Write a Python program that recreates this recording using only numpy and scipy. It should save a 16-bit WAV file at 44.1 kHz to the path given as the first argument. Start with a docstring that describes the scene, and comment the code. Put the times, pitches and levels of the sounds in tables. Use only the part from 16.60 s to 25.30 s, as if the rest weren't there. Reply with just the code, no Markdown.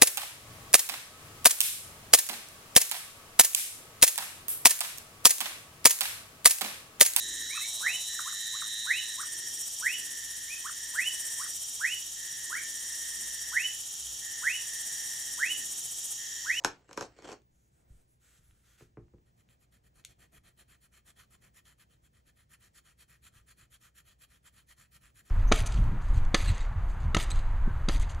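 """A coloured pencil shades a small box, back and forth about four times a second, its lead rasping
over the grain of the paper while each push shakes the desk. Before the shading starts, the pencil
slides out of its tray, clacking against its neighbours, and a hand brushes the page and settles on
the desk. Rubs are dense tiny slips of friction; clacks, ticks and thuds are short blows ringing a body.
A small room answers, and a close stereo microphone hears it all over a low hum."""
import sys
import numpy as np
from scipy import signal
from scipy.fft import rfft, irfft, next_fast_len
from scipy.io import wavfile
from scipy.ndimage import uniform_filter1d, map_coordinates

SR = 44100
rng = np.random.default_rng(int(sys.argv[2]) if len(sys.argv) > 2 else 0)


def dump_mix(stems):
    """Bounce the given channels to the path in sys.argv[1] as a 16-bit WAV at rate SR."""
    frames = np.atleast_2d(stems).T  # one column per channel
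    limited = np.clip(frames, -1, 1)  # hard clip at full scale
    pcm = np.round(limited * 32767).astype(np.int16)
    wavfile.write(sys.argv[1], SR, pcm)


N = 383669

# Pencil swings, out and back: far_turn_s, push_db, pull_db
SWINGS = [(2.614, -95.5, -77), (2.852, -70.0, -70.5), (3.083, -70.0, -68), (3.317, -70.5, -66.5),
          (3.56, -65.5, -63.0), (3.81, -60.5, -64), (4.057, -61.5, -62.5), (4.294, -63.5, -63),
          (4.538, -57, -58.5), (4.787, -62.0, -64.5), (5.025, -59.5, -61.5), (5.262, -63.5, -70.5),
          (5.502, -69, -69), (5.733, -66.5, -67.0), (5.977, -60.5, -63), (6.22, -59, -63),
          (6.46, -59.5, -63), (6.705, -58, -62.5), (6.947, -59.0, -62), (7.184, -59, -60.5),
          (7.427, -58.5, -63.5), (7.669, -59.5, -63.5), (7.91, -60.5, -61.5), (8.15, -59.5, -61.0),
          (8.392, -59.5, -62.5), (8.626, -59, -62.5)]
# The hand loosens up: time_s, turn_pause_s, pull_length_s, push_rise_share
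LOOSENING = [(2.6, .034, .104, .56), (8.7, .010, .127, .70)]
PUSH_S, PULL_RISE_SHARE = .083, .385  # the rise is the part of a stroke spent speeding up
BITE_DB = 1  # treble gained pushing against the grain, lost pulling back
def strokes():
    """A short push, a pause, a longer pull; yields start_s, length_s, rise_share, level_db, bite_db."""
    when, *columns = np.transpose(LOOSENING)
    for turn, push_db, pull_db in SWINGS:
        pause, pull_s, push_rise = (np.interp(turn, when, column) for column in columns)
        yield turn - pause / 2 - PUSH_S, PUSH_S, push_rise, push_db, BITE_DB
        yield turn + pause / 2, pull_s, PULL_RISE_SHARE, pull_db, -BITE_DB


# Tone of lead on paper: freq_hz, gain_db
RASP_EQ = [(300,-28), (600,-8.5), (900,-11), (1250,2), (2000,-6), (5000,-10), (8400,-7), (12000,-0.5),
           (15300,-9.5)]
# Resonances of pencil and sheet: centre_hz, half_width_hz, boost_db
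RASP_PEAKS = [(1896,292,9), (2480,163,9.5), (3185,330,9.5), (4256,450,7), (5630,280,5), (6380,110,5.5),
              (6950,203,9.5), (7460,260,7.5), (9270,270,6.5), (9920,140,7.5), (11730,460,3),
              (13400,430,6.5)]
# Stereo image of the page: freq_hz, coherence
PAGE_IMAGE = [(100, 1), (300, 0.65), (650, -0.35), (1300, 0.97), (1900, 1), (2900, 0.81), (4200, 0.92),
              (5000, 0.031), (6000, 1), (8400, 0.89), (11000, 0.78), (13000, 1)]
def lead_rasp(speed, progress, bite_db):
    """Waxy lead slips on the grain so densely that it merges into a rasp; faster means more slips."""
    slips = friction(4000 + 18000 * speed, size_db=1)
    slips = patchy(slips, depth_db=1.7)  # ever a new patch of paper, a new facet of the lead
    rasp = spread(slips, colour(RASP_EQ, RASP_PEAKS), PAGE_IMAGE)
    rasp *= amp(1.1 * wobble(150) + .77 * wobble(50))
    body = filtered(rasp, lambda hz: below(hz, edge_hz=5500))
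    # The tip bites brightly as it sets off (progress -1) and drags darker as it slows (+1).
    return body * amp(.74 + 5 * progress) + (rasp - body) * amp(bite_db - 2.3 * progress)


# Desk rumble under each stroke: freq_hz, gain_db
RUMBLE_EQ = [(25, -10.5), (60, 4.5), (120, -4), (180, -4.5), (260, -17), (420, -24), (650, -12),
             (900, -34.5), (2000, -53)]
# Tone of the desk's boards: freq_hz, gain_db
BOARDS_EQ = [(80, -7.5), (170, 2.5), (260, -6), (370, -2), (500, -6.5), (680, -2), (900, -16.5),
             (2000, -18), (5000, -51)]
# The boards come up as the hand leans in: time_s, level_db
LEANING = [(2.6, -87.5), (3.2, -84), (3.4, -72), (3.75, -68), (4.3, -82.5), (4.5, -69.5), (5.1, -81.5),
           (5.4, -87), (8.7, -86.5)]
FIRM_DB, SKIM_S_PER_DB = -62, .0015  # strokes lighter than firm touch the paper for less time
RUMBLE_DB, RUMBLE_SCATTER_DB = -71.5, 1.5
def shading():
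    """The lead speeds up and stops in each stroke; rasp, rumble and boards swell with its speed."""
    t = np.arange(N) / SR
    speed, rasp_gain, shake, progress, bite = np.zeros((5, N))
    for start, length, rise, rasp_db, bite_db in strokes():
        lifted = np.clip(SKIM_S_PER_DB * (FIRM_DB - rasp_db), 0, length / 2)
        start, length = start + lifted / 2, length - lifted
        on = (t > start) & (t < start + length)
        travel = np.interp((t[on] - start) / length, [0, rise, 1], [0, .5, 1])
        speed[on] = np.abs(np.sin(np.pi * travel))
        rasp_gain[on] = amp(rasp_db + .15) * speed[on] ** 1.5
        shake[on] = amp(RUMBLE_DB + RUMBLE_SCATTER_DB * rng.standard_normal()) * speed[on]
        progress[on], bite[on] = 2 * travel - 1, bite_db
    rasp = lead_rasp(speed, progress, bite)
    boards = spread(noise(), colour(BOARDS_EQ), PAGE_IMAGE) * amp(curve(LEANING) + 2.8 * wobble(45))
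    rumble = spread(noise(), colour(RUMBLE_EQ), AIR_IMAGE)
    return rasp_gain * rasp + shake * rumble + speed * boards


# The lead ticks on the page: start_s, level_db, cutoff_hz
TICKS = [(.819, -70, 15000), (1.91, -65, 2503), (2.483, -67.5, 700), (2.584, -68, 700), (2.889, -63, 2980),
         (3.441, -64, 5000), (3.449, -40.5, 18000), (3.4505, -40, 18000), (5.055, -62, 9000)]
# Tone of the tip: freq_hz, gain_db
TIP_EQ = [(500, -35), (1300, -15), (2400, -5), (3800, 1), (5000, -10.5), (6500, 4.5), (9000, -5),
          (13000, 2), (15500, -8.5)]
def ticks():
    """The hard tip catches and snaps free."""
    track = np.zeros(N)
    for start, db, cutoff_hz in TICKS:
        tone = lambda hz: colour(TIP_EQ)(hz) * below(hz, cutoff_hz) ** 2
        add(track, start, amp(db - 5) * blow(tone, t60=.0056))
    return track


# Pencils knock together in the tray: start_s, hollow_db, body_db, edge_db
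CLACKS = [(0.0378, -59.5, -46.5, -42), (.047, -33.5, -16, -13.5), (.059, -37.5, -32.5, -32.5),
          (.291, -53, -50, -60), (.311, -48, -45, -49), (.330, -70, -51, -39), (.375, -29.5, -28.5, -29),
          (.380, -44, -34.5, -43.5), (.394, -59, -44, -45.5), (.410, -34, -31, -29.5),
          (.425, -39.5, -37.5, -36.5), (.587, -48, -52, -59), (.623, -54, -52, -51),
          (.689, -38, -45.5, -47), (.707, -51, -52, -49), (.717, -45.5, -44.5, -41),
          (.727, -42, -44, -42.5)]
# Tone of a clack: freq_hz, gain_db
CLACK_EQ = [(90, -13.5), (300, -5), (900, -4.5), (1700, -4.5), (3000, -4.5), (5000, -9.5), (8500, -15.5),
            (12000, -16.5), (15300, -29.5)]
# Resonances of pencils and tray: centre_hz, half_width_hz, boost_db
CLACK_PEAKS = [(970, 260.0, 10), (1550, 300.0, 10.5), (2450.0, 170, 8.5), (5490, 370, 13.5),
               (6460, 310, 14), (7660.0, 670, 8), (9700, 190.0, 5.5), (11600, 190.0, 8.0)]
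# Boxy low end of the tray: freq_hz, gain_db
HOLLOW_EQ = [(50, -24), (110, -11), (170, -9), (230, -13), (290, -0.5), (350, -2), (435, 0.5), (490, -5),
             (550, -0.5), (640, -9), (760, -7.5), (1200, -24), (4000, -50)]
def clacks():
    """Each contact has a sharp edge, a wooden body and a longer hollow ring from the tray."""
    track, ring = np.zeros(N), colour(CLACK_EQ, CLACK_PEAKS)
    wood = lambda hz: below(hz, edge_hz=2600) ** 2
    for start, hollow_db, body_db, edge_db in CLACKS:
        add(track, start, amp(hollow_db - 1.5) * blow(colour(HOLLOW_EQ), t60=.04))
        add(track, start, amp(body_db - 4.5) * blow(lambda hz: ring(hz) * wood(hz), t60=.02))
        add(track, start, amp(edge_db - 9) * blow(lambda hz: ring(hz) * (1 - wood(hz)) ** 2, t60=.01))
    return through_desk(track, lag_s=.004)


# Stereo image of the tray: freq_hz, coherence
TRAY_IMAGE = [(100, 0.98), (1500, .9), (3000, 0.65), (4200, 0.94), (5000, 0.49), (5800, 0.93),
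              (15000, 0.99)]
def tray_clatter():
    """The clacks reach left and right along slightly different paths."""
    pair = np.array([clacks(), clacks()])
    return np.std(pair) * spread(pair, np.ones_like, TRAY_IMAGE)


# Pencils slide along each other: start_s, length_s, level_db
SLIDES = [(-.04, .2, -65), (0.168, 0.43, -72), (0.278, .07, -63.5), (.355, .085, -50), (0.561, .07, -61),
          (0.629, .1, -49.5)]
# Tone of wood on wood: freq_hz, gain_db
SLIDE_EQ = [(90, -22.5), (300, -1), (600, -1.7), (1000, -8.5), (2000, -13), (3300, -17.5), (4400, -15),
            (5300, -19.5), (7500, -15.5), (10000, -33), (15300, -33.5)]
def sliding():
    """The pencil scrapes out of its row in a few short pulls."""
    slips = patchy(friction(4000, size_db=1.8), depth_db=3)
    pulls = sum(amp(db) * swell(start, length, attack_s=.03, t60=.11) for start, length, db in SLIDES)
    return pulls * spread(slips, colour(SLIDE_EQ), TRAY_IMAGE) * amp(-.5 + 1.3 * wobble(120))


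# The hand bumps the desk: start_s, level_db, cutoff_hz
KNOCKS = [(.9, -61.5, 50.3), (1.296, -44.5, 35), (1.785, -58, 60), (1.884, -58, 44.5), (1.922, -59, 70.2),
          (2.207, -55.5, 2000), (2.216, -50.5, 300), (2.370, -45, 1000), (2.377, -44.5, 400),
          (2.414, -53, 110.3), (2.535, -56.5, 599), (2.541, -51, 300.5), (2.579, -60.5, 200),
          (3.77, -55.5, 70), (6.754, -55.5, 70.3), (7.019, -59, 70)]
# Tone of a desk thud: freq_hz, gain_db
THUD_EQ = [(30, -15), (55, -2.5), (110, -1), (160, 1), (220, -7.5), (290, 0), (430, 1), (560, -6.5),
           (750, -11.5), (1300, -7), (2400, -10), (5000, -32)]
def knocks():
    """The desk thuds; the softer the contact, the lower the thud."""
    track = np.zeros(N)
    for start, db, cutoff_hz in KNOCKS:
        tone = lambda hz: colour(THUD_EQ)(hz) * below(hz, cutoff_hz) * below(hz, 5 * cutoff_hz)
        add(track, start, amp(db + 1.5) * blow(tone, t60=.035))
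    return through_desk(track, lag_s=.0056)


# Hand and arm sweep the page: start_s, length_s, brush_db, hiss_db, hiss_centre_hz
SWEEPS = [(0.892, 0.19, -86, -80, 6550), (1.107, .11, -83, -79, 8130), (1.266, 0.15, -79, -76, 8550),
          (1.469, .07, -87, -76, 10570), (1.591, 0.19, -69, -72.5, 7800), (1.811, .1, -76.5, -73, 10840),
          (1.922, .12, -78.5, -80, 9200), (2.033, 0.12, -69, -78.5, 5800), (2.174, 0.053, -65, -80, 6000)]
# Tone of skin on paper: freq_hz, gain_db
BRUSH_EQ = [(500, -3.5), (1000, -9), (1400, 2), (2400, -3.5), (3500, -3.5), (5000, -8), (6300, -4.5),
            (7500, -5), (9000, -7.5), (10500, -9), (12500, -1), (15300, -9.5)]
# Fine hiss on top: freq_hz, gain_db
HISS_EQ = [(2000, -25), (5000, -12), (6700, 0), (9500, -2), (12000, 6), (15500, -12)]
HISS_HALF_WIDTH_HZ, HISS_BOOST_DB = 980, 7
RUB_RISE_SHARE, RUB_T60_S = .4, .19
def sweeping():
    """Skin brushes over the sheet, each sweep with a fine hiss of its own colour."""
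    brush = spread(friction(20000, size_db=1), colour(BRUSH_EQ), PAGE_IMAGE)
    track = np.zeros((2, N))
    for start, length, brush_db, hiss_db, hiss_hz in SWEEPS:
        tone = colour(HISS_EQ, [(hiss_hz, HISS_HALF_WIDTH_HZ, HISS_BOOST_DB)])
        hiss = unit(filtered(rng.standard_normal(N), tone))
        envelope = swell(start, length, RUB_RISE_SHARE * length, RUB_T60_S)
        track += envelope * (amp(brush_db) * brush + amp(hiss_db) * hiss)
    return track


# Forearm drags: start_s, length_s, level_db
DRAGS = [(1.13, 0.276, -77), (2.55, .8, -85.5)]
def dragging():
    """The forearm shifts on the desk and its boards murmur."""
    moves = sum(amp(db) * swell(start, length, RUB_RISE_SHARE * length, RUB_T60_S)
                for start, length, db in DRAGS)
    return moves * spread(noise(), colour(BOARDS_EQ), PAGE_IMAGE) * amp(1.8 * wobble(30))


def through_desk(x, lag_s):
    """Bending waves are slow in the bass: 200 Hz comes about lag_s late, the treble at once."""
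    phase = lambda hz: 2 * np.pi * lag_s * np.sqrt(200) * (2 * np.sqrt(hz) - hz / np.sqrt(7000))
    return filtered(x, lambda hz: np.exp(-1j * phase(hz)))


def early_echoes(x, count=8):
    """Quick reflections off the hand, the tray and the desk."""
    mid, side = np.zeros((2, SR // 80))
    for taps in (mid, side):
        taps[rng.integers(SR // 500, len(taps), count)] = rng.choice([-1, 1], count) / np.sqrt(count)
    return signal.oaconvolve(x, left_right(mid, .3 * side), axes=1)[:, :N]


# Reverb decay: freq_hz, t60_s
ROOM_DECAY = [(150, .3), (400, 0.21), (1000, 0.19), (3000, .22), (7000, 0.16), (14000, .13)]
# Reverb width: freq_hz, side_over_mid_db
ROOM_WIDTH = [(80, -20), (600, -7), (4000, -5), (7000, -10), (14000, -20)]
def room(x):
    """A small room's short tail, treble dying first, widest in the mids."""
    hz, t, bands = signal.stft(rng.standard_normal((2, SR // 2)), SR, nperseg=256)
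    bands *= amp(-60 * t / along(ROOM_DECAY, hz)[:, None])
    bands[1] *= amp(along(ROOM_WIDTH, hz))[:, None]
    tail = left_right(*signal.istft(bands, SR, nperseg=256)[1])
    tail = np.pad(tail / np.linalg.norm(tail[0]), ((0, 0), (round(.004 * SR), 0)))  # pre-delay
    return signal.oaconvolve(x, tail, axes=1)[:, :N]


# Tone of the room air: freq_hz, gain_db
AIR_EQ = [(20, -21), (40, -6), (65, 0.5), (130, -1.5), (250, -10.5), (500, -15), (1000, -20), (2000, -28),
          (4000, -32), (7000, -32), (10000, -39.5), (15500, -34)]
# Stereo image of air and desk rumble: freq_hz, coherence
AIR_IMAGE = [(60, 1), (150, 0.9), (350, 0.092), (700, -.6), (1400, -1.1), (2000, 0.67), (3000, 0),
             (5000, 0.11), (6000, 1), (9000, .75), (14000, 0.92)]
# Mains hum: pitch_hz, level_db
HUM = [(59.6, -74.5), (119.5, -80.5)]
def room_tone():
    """A bed of low air, mains hum and a thin electronic whine."""
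    t = np.arange(N) / SR
    air = amp(-72 + 1.3 * wobble(5.1)) * spread(noise(), colour(AIR_EQ), AIR_IMAGE)
    hum = sum(amp(db) * np.sqrt(2) * np.sin(2 * np.pi * (hz * t + rng.random())) for hz, db in HUM)
    whine = unit(filtered(noise()[0], lambda hz: 1 / np.hypot(1, (hz - 15590) / 12) ** 2))
    return air + hum + amp(-80.5) * whine


def friction(rate, size_db):
    """Tiny slips of uneven size, rate a second; two signals of rms 1."""
    chance = np.clip(rate / SR, 1e-4, 1)
    slips = (rng.random(N) < chance) / np.sqrt(chance)
    return unit(slips * amp(size_db * rng.standard_normal(N)) * noise())


def patchy(pair, depth_db):
    """Colour drifts in patches of some 700 Hz by a tenth of a second."""
    bands = signal.stft(pair, nperseg=512)[2]
    drift = uniform_filter1d(rng.standard_normal(bands.shape[1:]), size=8, axis=0)
    drift = uniform_filter1d(drift, size=16, axis=1)
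    return signal.istft(bands * amp(depth_db * unit(drift)), nperseg=512)[1][:, :N]


def blow(gain, t60, size=4096):
    """A short chattering contact rings a body, with the energy of 4 ms at rms 1."""
    t = np.arange(size) / SR
    chatter = rfft(rng.standard_normal(size) * amp(-60 * t / t60))
    # The body sets the colour; the chatter mostly spreads the blow in time.
    body = np.maximum(gain(np.fft.rfftfreq(size, 1 / SR)), 1e-6)
    log_gain = np.log(body) - .7 * np.log(np.abs(chatter))
    # Minimum phase keeps the ring after the hit.
    cepstrum = irfft(log_gain) * np.r_[1, np.full(size // 2 - 1, 2), np.zeros(size // 2)]
    ring = irfft(np.exp(rfft(cepstrum)) * chatter)
    return ring * np.sqrt(.004 * SR / np.sum(ring ** 2))


def swell(start, length, attack_s, t60):
    """A rub rises, holds and dies away once the motion stops."""
    t = np.arange(N) / SR - start
    attack = np.sin(np.pi / 2 * np.clip(t / attack_s, 0, 1))
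    return attack * amp(-60 * np.clip((t - length) / t60, 0, 2))


def spread(pair, gain, image):
    """Two unrelated signals become a coloured left and right of given coherence, rms 1."""
    angle = lambda hz: np.arccos(np.clip(along(image, hz), -1, 1)) / 2
    mid, side = filtered(pair, lambda hz: gain(hz) * np.array([np.cos(angle(hz)), np.sin(angle(hz))]))
    return unit(left_right(mid, side))


def left_right(mid, side):
    """Mid and side to stereo."""
    return np.array([mid + side, mid - side])


def colour(eq, peaks=()):
    """Gain against frequency: a broad EQ with resonant humps."""
    humps = lambda hz: sum(db * np.exp(-((hz - centre) / width) ** 2) for centre, width, db in peaks)
    return lambda hz: amp(along(eq, hz) + humps(hz))


def filtered(x, response):
    """x through a frequency response."""
    size = next_fast_len(N + SR // 2)
    return irfft(rfft(x, size) * response(np.fft.rfftfreq(size, 1 / SR)), size)[..., :N]


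def below(hz, edge_hz):
    """A gentle low-pass gain."""
    return 1 / (1 + (hz / edge_hz) ** 2)


def along(points, hz):
    """Reads freq_hz, value points on a log axis."""
    freqs, values = np.transpose(points)
    return np.interp(np.log(hz + 1), np.log(freqs + 1), values)


def curve(rows):
    """Automation from time_s, value rows."""
    return np.interp(np.arange(N) / SR, *np.transpose(rows))


def wobble(rate):
    """A smooth random curve, rate knots a second."""
    return map_coordinates(rng.standard_normal(int(N * rate / SR) + 4), [np.arange(N) * rate / SR])


def noise():
    """Two unrelated white noises."""
    return rng.standard_normal((2, N))


def amp(db):
    """Decibels to gain."""
    return 10 ** (np.asarray(db) / 20)


def unit(x):
    """Scaled to rms 1."""
    return x / np.sqrt(np.mean(x ** 2) + 1e-30)


def add(track, start_s, sound):
    """Mixes a sound in at start_s."""
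    part = track[max(round(start_s * SR), 0):][:len(sound)]
    part += sound[:len(part)]


def scene():
    """Everything on the desk, with sends to early echoes and reverb, over the room tone."""
    pencil, tip, clatter, thuds = shading(), ticks(), tray_clatter(), knocks()
    rubs = sliding() + sweeping() + dragging()
    early = early_echoes(amp(-12) * (pencil + rubs) + amp(-21) * (clatter + tip))
    reverb = room(amp(-14) * pencil + amp(-7.5) * tip + amp(-8.5) * clatter
                  + amp(-6.5) * thuds + amp(-10) * rubs)
    return pencil + tip + clatter + thuds + rubs + early + reverb + room_tone()


# The right microphone port leads the left: freq_hz, phase_rad
PORT_PHASE = [(6400, 0), (8000, .55), (10000, 1.55), (12000, 2.3), (13500, 2.95)]
TOP_HZ = 15800
def record(dry):
    """The two microphone ports part in phase in the high treble; nothing passes the band limit."""
    ports = lambda hz: np.exp(.5j * along(PORT_PHASE, hz) * np.array([[-1], [1]]))
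    return filtered(dry, lambda hz: ports(hz) * (hz < TOP_HZ))


dry = scene()
out = record(dry)
dump_mix(out)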